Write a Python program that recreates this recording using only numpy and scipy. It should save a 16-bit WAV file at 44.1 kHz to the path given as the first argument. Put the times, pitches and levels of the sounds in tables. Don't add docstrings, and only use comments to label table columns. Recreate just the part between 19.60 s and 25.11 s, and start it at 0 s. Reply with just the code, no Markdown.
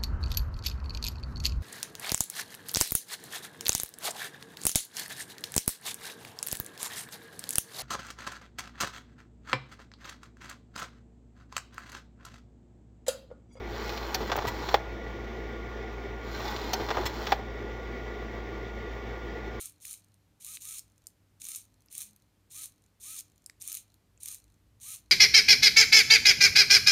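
import sys
import numpy as np
from scipy import signal
from scipy.io import wavfile
from scipy.ndimage import uniform_filter1d

SR = 44100
rng = np.random.default_rng(int(sys.argv[2]) if len(sys.argv) > 2 else 0)


def boost(x):
    u = np.asarray(x, float) / 20
    return 10 ** u


def generate_wav(sig):
    pcm = np.round(np.clip(np.atleast_2d(sig).T, -1, 1) * 32767).astype(np.int16)
    wavfile.write(sys.argv[1], SR, pcm)


N = 242991
TIME = np.arange(N) / SR

# frequency in Hz, level in dB per Hz.
AIR = [(18, -52), (32, -28), (48, -9), (102, -4.5), (125, -14.5), (158, -9), (296, -16), (500, -21),
       (720, -24), (1730, -28.5), (4000, -32), (14600, -37), (15500, -53), (16300, -56)]
AIR_DB = -67
# frequency in Hz, width in Hz, level in dB, steady part as amplitude.
HUM = [
    (55.4, 12, -77, 0.0039),
    (98.8, 14.3, -73, 0.071),
    (151, 14, -85.5, .01),
    (300.7, 9.1, -83, 0.012),
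]
# time in seconds, level of the bass in dB (-72 leaves it unchanged).
RUMBLE = [(0.0, -72), (0.71, -78), (1.04, -65), (1.63, -80.5), (1.96, -71.5), (4.11, -73.5), (5.16, -62.5),
          (5.39, -73), (5.51, -60)]
# centre in seconds, length in seconds, frequency in Hz, level in dB.
MOANS = [(2.5, .14, 205, -67), (4.97, .08, 215, -73), (5.25, .4, 116, -68), (2.15, .17, 250, -73),
         (1.82, .1, 245, -74), (5.3, .35, 235, -77)]

# power on in seconds, standstill aimed at in seconds,
# commutator whine in dB, once-a-turn throb from 0 to 1.
SWINGS = [(-.2, 0.122, -72, 0), (.2, 0.392, -74, 0.3), (0.807, 0.996, -67, 0.4), (0.998, 1.205, -67, 0.56),
          (1.803, 2.016, -70.5, 0.2), (2.307, 2.48, -72, 0.23), (2.897, 3.095, -66.5, 0.44),
          (3.4, 3.62, -65.5, 0.13), (4.004, 4.213, -70.5, 0.3), (4.608, 4.782, -71, 0.25),
          (5.199, 5.399, -66, 0.4)]
TOP_HZ, SPIN_UP_S, BRAKING_S = 442.9, .03, .08
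PINION_DB = [-90, -74, -74, -74, -66, -61, -74, -72, -58, -70, -74]
# power on in seconds, braking in seconds, gears still in seconds,
# level at speed in dB, climb under load in dB.
WHIRRS = [(-.2, 0.066, 0.13, -46.5, -13), (0.205, 0.318, .41, -44.5, 2.5), (0.799, 0.957, 1.0, -43.5, 3),
          (1, 1.19, 1.215, -44.5, -2.5), (1.798, 1.961, 2.057, -45, 0), (2.301, 2.419, 2.514, -43.5, 3),
          (2.899, 3.036, 3.105, -42, 3.5), (3.399, 3.595, 3.625, -43, 0), (3.998, 4.167, 4.24, -44, 2),
          (4.6, 4.725, 4.803, -43.5, 2.5), (5.205, 5.341, 5.41, -41.5, 1)]
WAKE_S, WAKE_DB, STILL_DB = 0.044, -11.5, -26.5
TAKE_UP_S, TAKE_UP_DB = 0.005, -13

# frequency in Hz, level in dB per Hz.
CASE = [(880, -35), (1500, -23.5), (2580, -16.5), (4050, -7.5), (4900, -11.5), (6300, -9), (8600, -4),
        (15400, -12.5), (16000, -33), (16500, -55.5)]
# frequency in Hz, width in Hz, lift in dB.
PANELS = [(2360, 425, 7.5), (4300, 100, -1), (4785, 105, -24.5), (6330, 470, 8), (6980, 255, 7),
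          (7960, 160, -7.5), (8400, 310, 5), (9160, 450, 4.5), (9770, 710, 6), (10340, 400, -1.5),
          (11990, 250, 7.5), (12740, 250, 4.5)]
THIN_DB = -6

# time in seconds, peak in
# dB, treble over middle in dB, ring of the output gear in dB.
JOLTS = [(0.011, -25, 13, -47), (.0163, -31, 7, -52), (1.1842, -29.5, 14, -48), (1.192, -62, 1.5, -47),
         (1.198, -46, -1, -53), (1.9484, -27, -10, -59), (2.4052, -26, -2, -62), (3.5886, -30, 0, -51),
         (3.591, -31, -1, -46), (3.5995, -30, 14, -49), (3.607, -31, 1, -59), (4.0978, -30, -10, -56),
         (1.053, -28.5, -6, -60), (2.3513, -28.5, 5, -49), (4.012, -36, -3, -48), (4.148, -36, 11, -60),
         (4.658, -26, 1, -63), (4.023, -28, 13.5, -60), (4.6785, -31, 1, -60), (4.6856, -28.5, -3, -65),
         (4.7085, -40, -1, -66), (2.3917, -34, 0, -62), (2.41, -26.5, 1, -66), (2.4248, -31, 0, -65),
         (0.3393, -33, -2, -62), (1.8434, -33, 6, -58), (.8648, -31, 8, -60)]
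GEAR_HZ = 5320
# time in seconds, peak in dB, treble over middle in dB.
RATTLES = [(0.057, -27.5, 14), (0.2529, -30, 0), (0.3097, -33, 13), (0.3294, -28, 15), (0.0248, -34, 15),
           (0.8464, -32, 8), (1.193, -30.5, 17), (1.8173, -30, -12), (1.8519, -31, -13), (1.8865, -29.5, 1),
           (1.8912, -32, 8), (1.9171, -29.5, -7), (1.959, -27, -2), (1.9639, -31, 13), (2.3259, -34, 16),
           (2.3795, -23.5, 13), (2.4175, -27.5, 3), (3.0404, -34, 9), (3.0573, -33, 9.5),
           (4.0176, -33, -12), (4.0765, -26.5, 10), (4.0843, -32, 0), (4.1182, -29, -1), (4.1276, -24, 17),
           (4.1433, -30, -3), (4.1503, -26, 8), (4.1703, -30, -11), (4.6324, -29, 15), (4.7254, -36, 12),
           (4.7451, -30.5, 15)]
SLACK_PER_S = [8, 12, 4, 3, 12, 15, 5, 10, 8, 15, 6]
SLACK_DB, SLACK_SPREAD_DB, SLACK_TILT_DB = 10, 3, 1

# time in seconds, peak in dB, treble over middle in dB.
TICKS = [(0.1219, -53, 3), (0.2019, -57, -5), (0.4443, -56.5, -2), (0.5417, -57.5, 1), (1.3198, -61, -19),
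         (1.3793, -57, -8), (1.4394, -67, -15), (1.4692, -37, 25), (1.4782, -62, 17), (1.4858, -57, -1),
         (1.5029, -61, -2), (1.801, -53, -5), (2.0409, -58, 8), (2.1412, -59, -19), (2.2057, -60.5, -4),
         (2.2203, -56.5, -11), (2.26, -54, 15.5), (2.5089, -57, -1), (2.5321, -58, 3), (2.5617, -52, 4),
         (2.6215, -61, -1), (3.1211, -57, -3), (3.779, -56, -7), (3.8615, -37, 16), (3.8705, -61, 7),
         (3.8978, -43.5, -11), (4.001, -60, 0), (4.3415, -52, -8), (4.8409, -55.5, -5), (5.2005, -54, 2)]
# first pulse in seconds, last pulse in seconds, level in dB.
HUNTS = [(.14, .18, -65), (.42, .44, -65), (.483, .483, -63), (.52, .52, -65), (1.28, 1.3, -62),
         (1.36, 1.36, -68), (1.42, 1.46, -63), (2.06, 2.12, -69), (2.3, 2.3, -63), (2.6, 2.6, -63),
         (3.14, 3.18, -66), (3.22, 3.26, -62), (3.68, 3.72, -61), (3.76, 3.76, -63), (3.82, 3.84, -60),
         (4.28, 4.32, -64), (4.8, 4.8, -56), (4.82, 4.82, -64), (4.88, 4.94, -63), (5.42, 5.46, -65),
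         (5.5, 5.5, -61)]
HUNT_DB, HUNT_SPREAD_DB, HUNT_TILT_DB = 0.9, 1, -20
PULSE_S, SETTLE_S = .02, .23
SEAT_HZ, SEAT_DB, SEAT_LIFT_DB = 4180, -52, 7

# time in seconds, level in dB, low ring in Hz, high ring in Hz, high over low in dB.
SNAPS = [(0.2504, -37.5, 2380, 3500, -5), (0.9709, -36.5, 2180, 3900, 4), (1.469, -38.5, 5060, 7400, 6),
         (2.285, -57, 2670, 5290, 9.5), (3.8612, -36.5, 5150, 7540, 1.5), (3.8974, -40.5, 2040, 4940, 3),
         (4.576, -62.5, 2580, 7200, 15)]
# frequency in Hz, t60 in seconds.
WALLS = [(1000, 0.37), (4000, 0.27), (9000, 0.17), (15000, 0.19)]


def evened(x):
    return x / np.sqrt(np.mean(x ** 2) + 1e-20)


def read(points, hz):
    f, value = np.transpose(points)
    return np.interp(np.log(hz + 1), np.log(f + 1), value)


def resonate(x, hz, width):
    turn = np.exp(2j * np.pi * np.cumsum(hz * np.ones(len(x))) / SR)
    r = np.exp(-np.pi * width / SR)
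    return 2 * (turn * signal.lfilter([(1 - r) ** 2], [1, -2 * r, r * r], x / turn)).real


def burst(times, dbs, decay_s):
    out, t = np.zeros(N + 400), np.arange(400) / SR
    shape = (1 - np.exp(-t / 0.000073)) * np.exp(-t / decay_s)
    for s, db, chatter in zip(times, dbs, rng.standard_normal((len(times), 400))):
        out[round(s * SR):][:400] += boost(db) * chatter * shape
    return out[:N]


def room_tone():
    frames, hz = N // 512 + 5, np.fft.rfftfreq(2048, 1 / SR)
    a, b = rng.standard_normal((frames, len(hz), 2)).T
    spectrum = (a + 1j * b) * boost(read(AIR, hz))[:, None]
    hiss = evened(signal.istft(spectrum, nperseg=2048, noverlap=1536)[1][:N])
    swell = boost(np.interp(TIME, *np.transpose(RUMBLE)) + 72.0)
    hum = np.zeros(N)
    for f, width, db, steady in HUM:
        source = rng.standard_normal(N) + steady * np.sin(2 * np.pi * f * TIME)
        line = boost(db) * evened(resonate(source, f, width))
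        hum += line * (swell if f < 80 else 1)
    drones = np.zeros(N)
    for s, length, f, db in MOANS:
        drones += boost(db) * np.exp(-((TIME - s) / length * 2) ** 2) * np.sin(2 * np.pi * f * TIME)
    return boost(AIR_DB - 3.5) * hiss + hum + drones


def case(x, tilt_db=0, mount_db=0, low_db=0):
    hz = abs(np.fft.fftfreq(4096, 1 / SR))
    db = read(CASE, hz)
    db += sum(lift / (1 + (2 * (hz - f) / w) ** 2) for f, w, lift in PANELS)
    db += tilt_db * np.tanh((hz - 7500) / 1500) / 2
    db += mount_db / (1 + ((hz - 4170) / 300) ** 2)
    db += low_db / (1 + (hz / 5000) ** 8)
    log_gain = np.log(boost(np.maximum(db, -80)))
    taps = np.fft.ifft(np.exp(np.conj(signal.hilbert(log_gain)))).real[:1024]
    return signal.oaconvolve(x, taps / np.linalg.norm(taps))[:N]


def shaft():
    drive = sum((TIME > on) * np.clip((stop - TIME) / BRAKING_S, 0, 1) for on, stop, *_ in SWINGS)
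    lag = np.exp(-1 / (SPIN_UP_S * SR))
    return TOP_HZ * signal.lfilter([1 - lag], [1, -lag], drive, zi=[lag])[0]


def whirr_db():
    out = np.full(N, -140.)
    for on, brake, still, db, climb_db in WHIRRS:
        inside = (TIME >= on) & (TIME < still)
        t = TIME[inside]
        shape = np.interp(t, [on, brake], [-climb_db, 0])
        shape += STILL_DB * np.clip((t - brake) / (still - brake), 0, 1) ** 1.2
        shape += WAKE_DB * np.exp(-(t - on) / WAKE_S)
        shape += TAKE_UP_DB * np.exp(-(t - on) / TAKE_UP_S)
        out[inside] = np.maximum(out[inside], db + shape)
    return out


def motor():
    speed = shaft()
    turns = np.cumsum(speed) / SR
    swing = np.searchsorted([row[0] for row in SWINGS], TIME) - 1
    whine_db, throb = np.array(SWINGS)[swing, 2:].T

    each_turn = boost(1.2 * rng.standard_normal(N)[turns.astype(int)])
    high_spot = np.exp(np.cos(2 * np.pi * turns)) / 1.27 * each_turn
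    throb = np.clip(throb, 0, 1)
    wander = boost(1.47 * evened(uniform_filter1d(rng.standard_normal(N), 150)))
    rubbing = (1 - throb + throb * high_spot) * wander * rng.standard_normal(N)
    scrape = case(evened(rubbing) * boost(whirr_db()))
    body = signal.sosfilt(signal.butter(2, 3300, fs=SR, output='sos'), scrape)
    scrape -= body * np.clip(1 - (speed / 400) ** 2, 0, 1) * .9

    whine = boost(whine_db) * (speed / TOP_HZ) ** 5.3
    whine *= boost(1.2 * evened(uniform_filter1d(rng.standard_normal(N), 700)))
    bars = np.sin(6 * np.pi * turns) + boost(-12) * np.sin(12 * np.pi * turns)

    fuzz = evened(resonate(rng.standard_normal(N), 9 * speed, 40))
    pinion = (np.sin(18 * np.pi * turns) + .5 * fuzz) * boost(PINION_DB)[swing]
    pushing = np.clip(np.gradient(speed) * SR / 1500, 0, 1) * (speed / TOP_HZ) ** 2
    return scrape + whine * np.sqrt(2) * bars + pushing * pinion


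def knocks(rows, decay_s, mount_db):
    dull, bright, t = np.zeros(N + 400), np.zeros(N + 400), np.arange(400) / SR
    shape = (1 - np.exp(-t / 0.00038)) * np.exp(-t / decay_s)
    for (s, db, tilt_db), chatter in zip(rows, rng.standard_normal((len(rows), 400))):
        share = np.clip(.5 + (tilt_db - 2.0) / 22, 0, 1)
        at = round(s * SR)
        blow = boost(db) * np.sqrt(np.mean(shape ** 2)) * evened(chatter * shape)
        dull[at:at + 400] += np.sqrt(1 - share) * blow
        bright[at:at + 400] += np.sqrt(share) * blow
    return case(dull, -8, mount_db, THIN_DB) + case(bright, 7, 0, THIN_DB)


def jolts():
    s, _, _, ring_db = np.transpose(JOLTS)
    ring = resonate(burst(s, ring_db + 20, 0.0014), GEAR_HZ, 750)
    return knocks([row[:3] for row in JOLTS], 0.001, 0) + ring


def slack():
    slot_s = .004
    slots = np.arange(0, TIME[-1] - .02, slot_s)
    swing = np.searchsorted([row[0] for row in WHIRRS], slots) - 1
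    luck = rng.random(len(slots))
    size, colour = rng.standard_normal((2, len(slots)))
    db = np.interp(slots, TIME, whirr_db())
    hit = (luck < np.array(SLACK_PER_S)[swing] * slot_s) & (db > -70)
    return np.transpose([slots, db + SLACK_DB + SLACK_SPREAD_DB * size, SLACK_TILT_DB * colour])[hit]


def rattle():
    return boost(1.5) * knocks([*RATTLES, *slack()], 0.0013, 0)


def hunting():
    pulses = []
    for first, last, db in HUNTS:
        pulses += [(s, db) for s in np.arange(first, last + PULSE_S / 2, PULSE_S)]
    s, db = np.transpose(pulses)
    late, size, colour = rng.standard_normal((len(s), 3)).T
    return np.transpose([s + 0.0012 * late, db + HUNT_DB + HUNT_SPREAD_DB * size, HUNT_TILT_DB + 4 * colour])


def ticking():
    return boost(4.0) * knocks([*TICKS, *hunting()], 0.0012, SEAT_LIFT_DB)


def settling():
    grid = np.arange(PULSE_S, TIME[-1] - PULSE_S, PULSE_S)
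    since = np.array([grid - row[1] for row in SWINGS])
    since = np.where(since > 0, since, 9).min(0)
    strength_db = SEAT_DB - 40 * since + 3 * rng.standard_normal(len(grid))
    near = since < SETTLE_S
    return resonate(burst(grid[near], strength_db[near], .002), SEAT_HZ, 350)


def stick():
    out = np.zeros(N)
    for s, db, low_hz, high_hz, high_db in SNAPS:
        part = burst([0], [db + 3], 0.0021)[:900]
        part[4] += boost(db + 26.5)
        low = resonate(resonate(part, low_hz, 1200), low_hz, 1200)
        high = resonate(resonate(part, high_hz, 2400), high_hz, 2400)
        out[round(s * SR):][:900] += low + boost(high_db - 6) * high
    return out


def walls(x):
    taps, starts = np.zeros(SR // 2), np.arange(390, SR // 2 - 20, 20)
    taps[starts + rng.integers(0, 20, len(starts))] = rng.choice([-1., 1.], len(starts))
    taps[starts[0]] = 4.
    hz, t, z = signal.stft(taps, SR, nperseg=128)
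    tail = signal.istft(z * boost(-60 * t / read(WALLS, hz)[:, None]), SR, nperseg=128)[1]
    return signal.fftconvolve(x, tail / np.linalg.norm(tail))[:N]


def scene():
    servo = motor() + jolts() + rattle() + ticking() + settling()
    snaps = stick()
    echo = boost(-13) * walls(servo + boost(-7) * snaps)
    return (room_tone() + servo + snaps + echo)[None]


def low_pass(x):
    return signal.sosfilt(signal.butter(12, 16650, fs=SR, output="sos"), x)


def record(dry):
    return low_pass(dry)


dry = scene()
out = record(dry)
generate_wav(out)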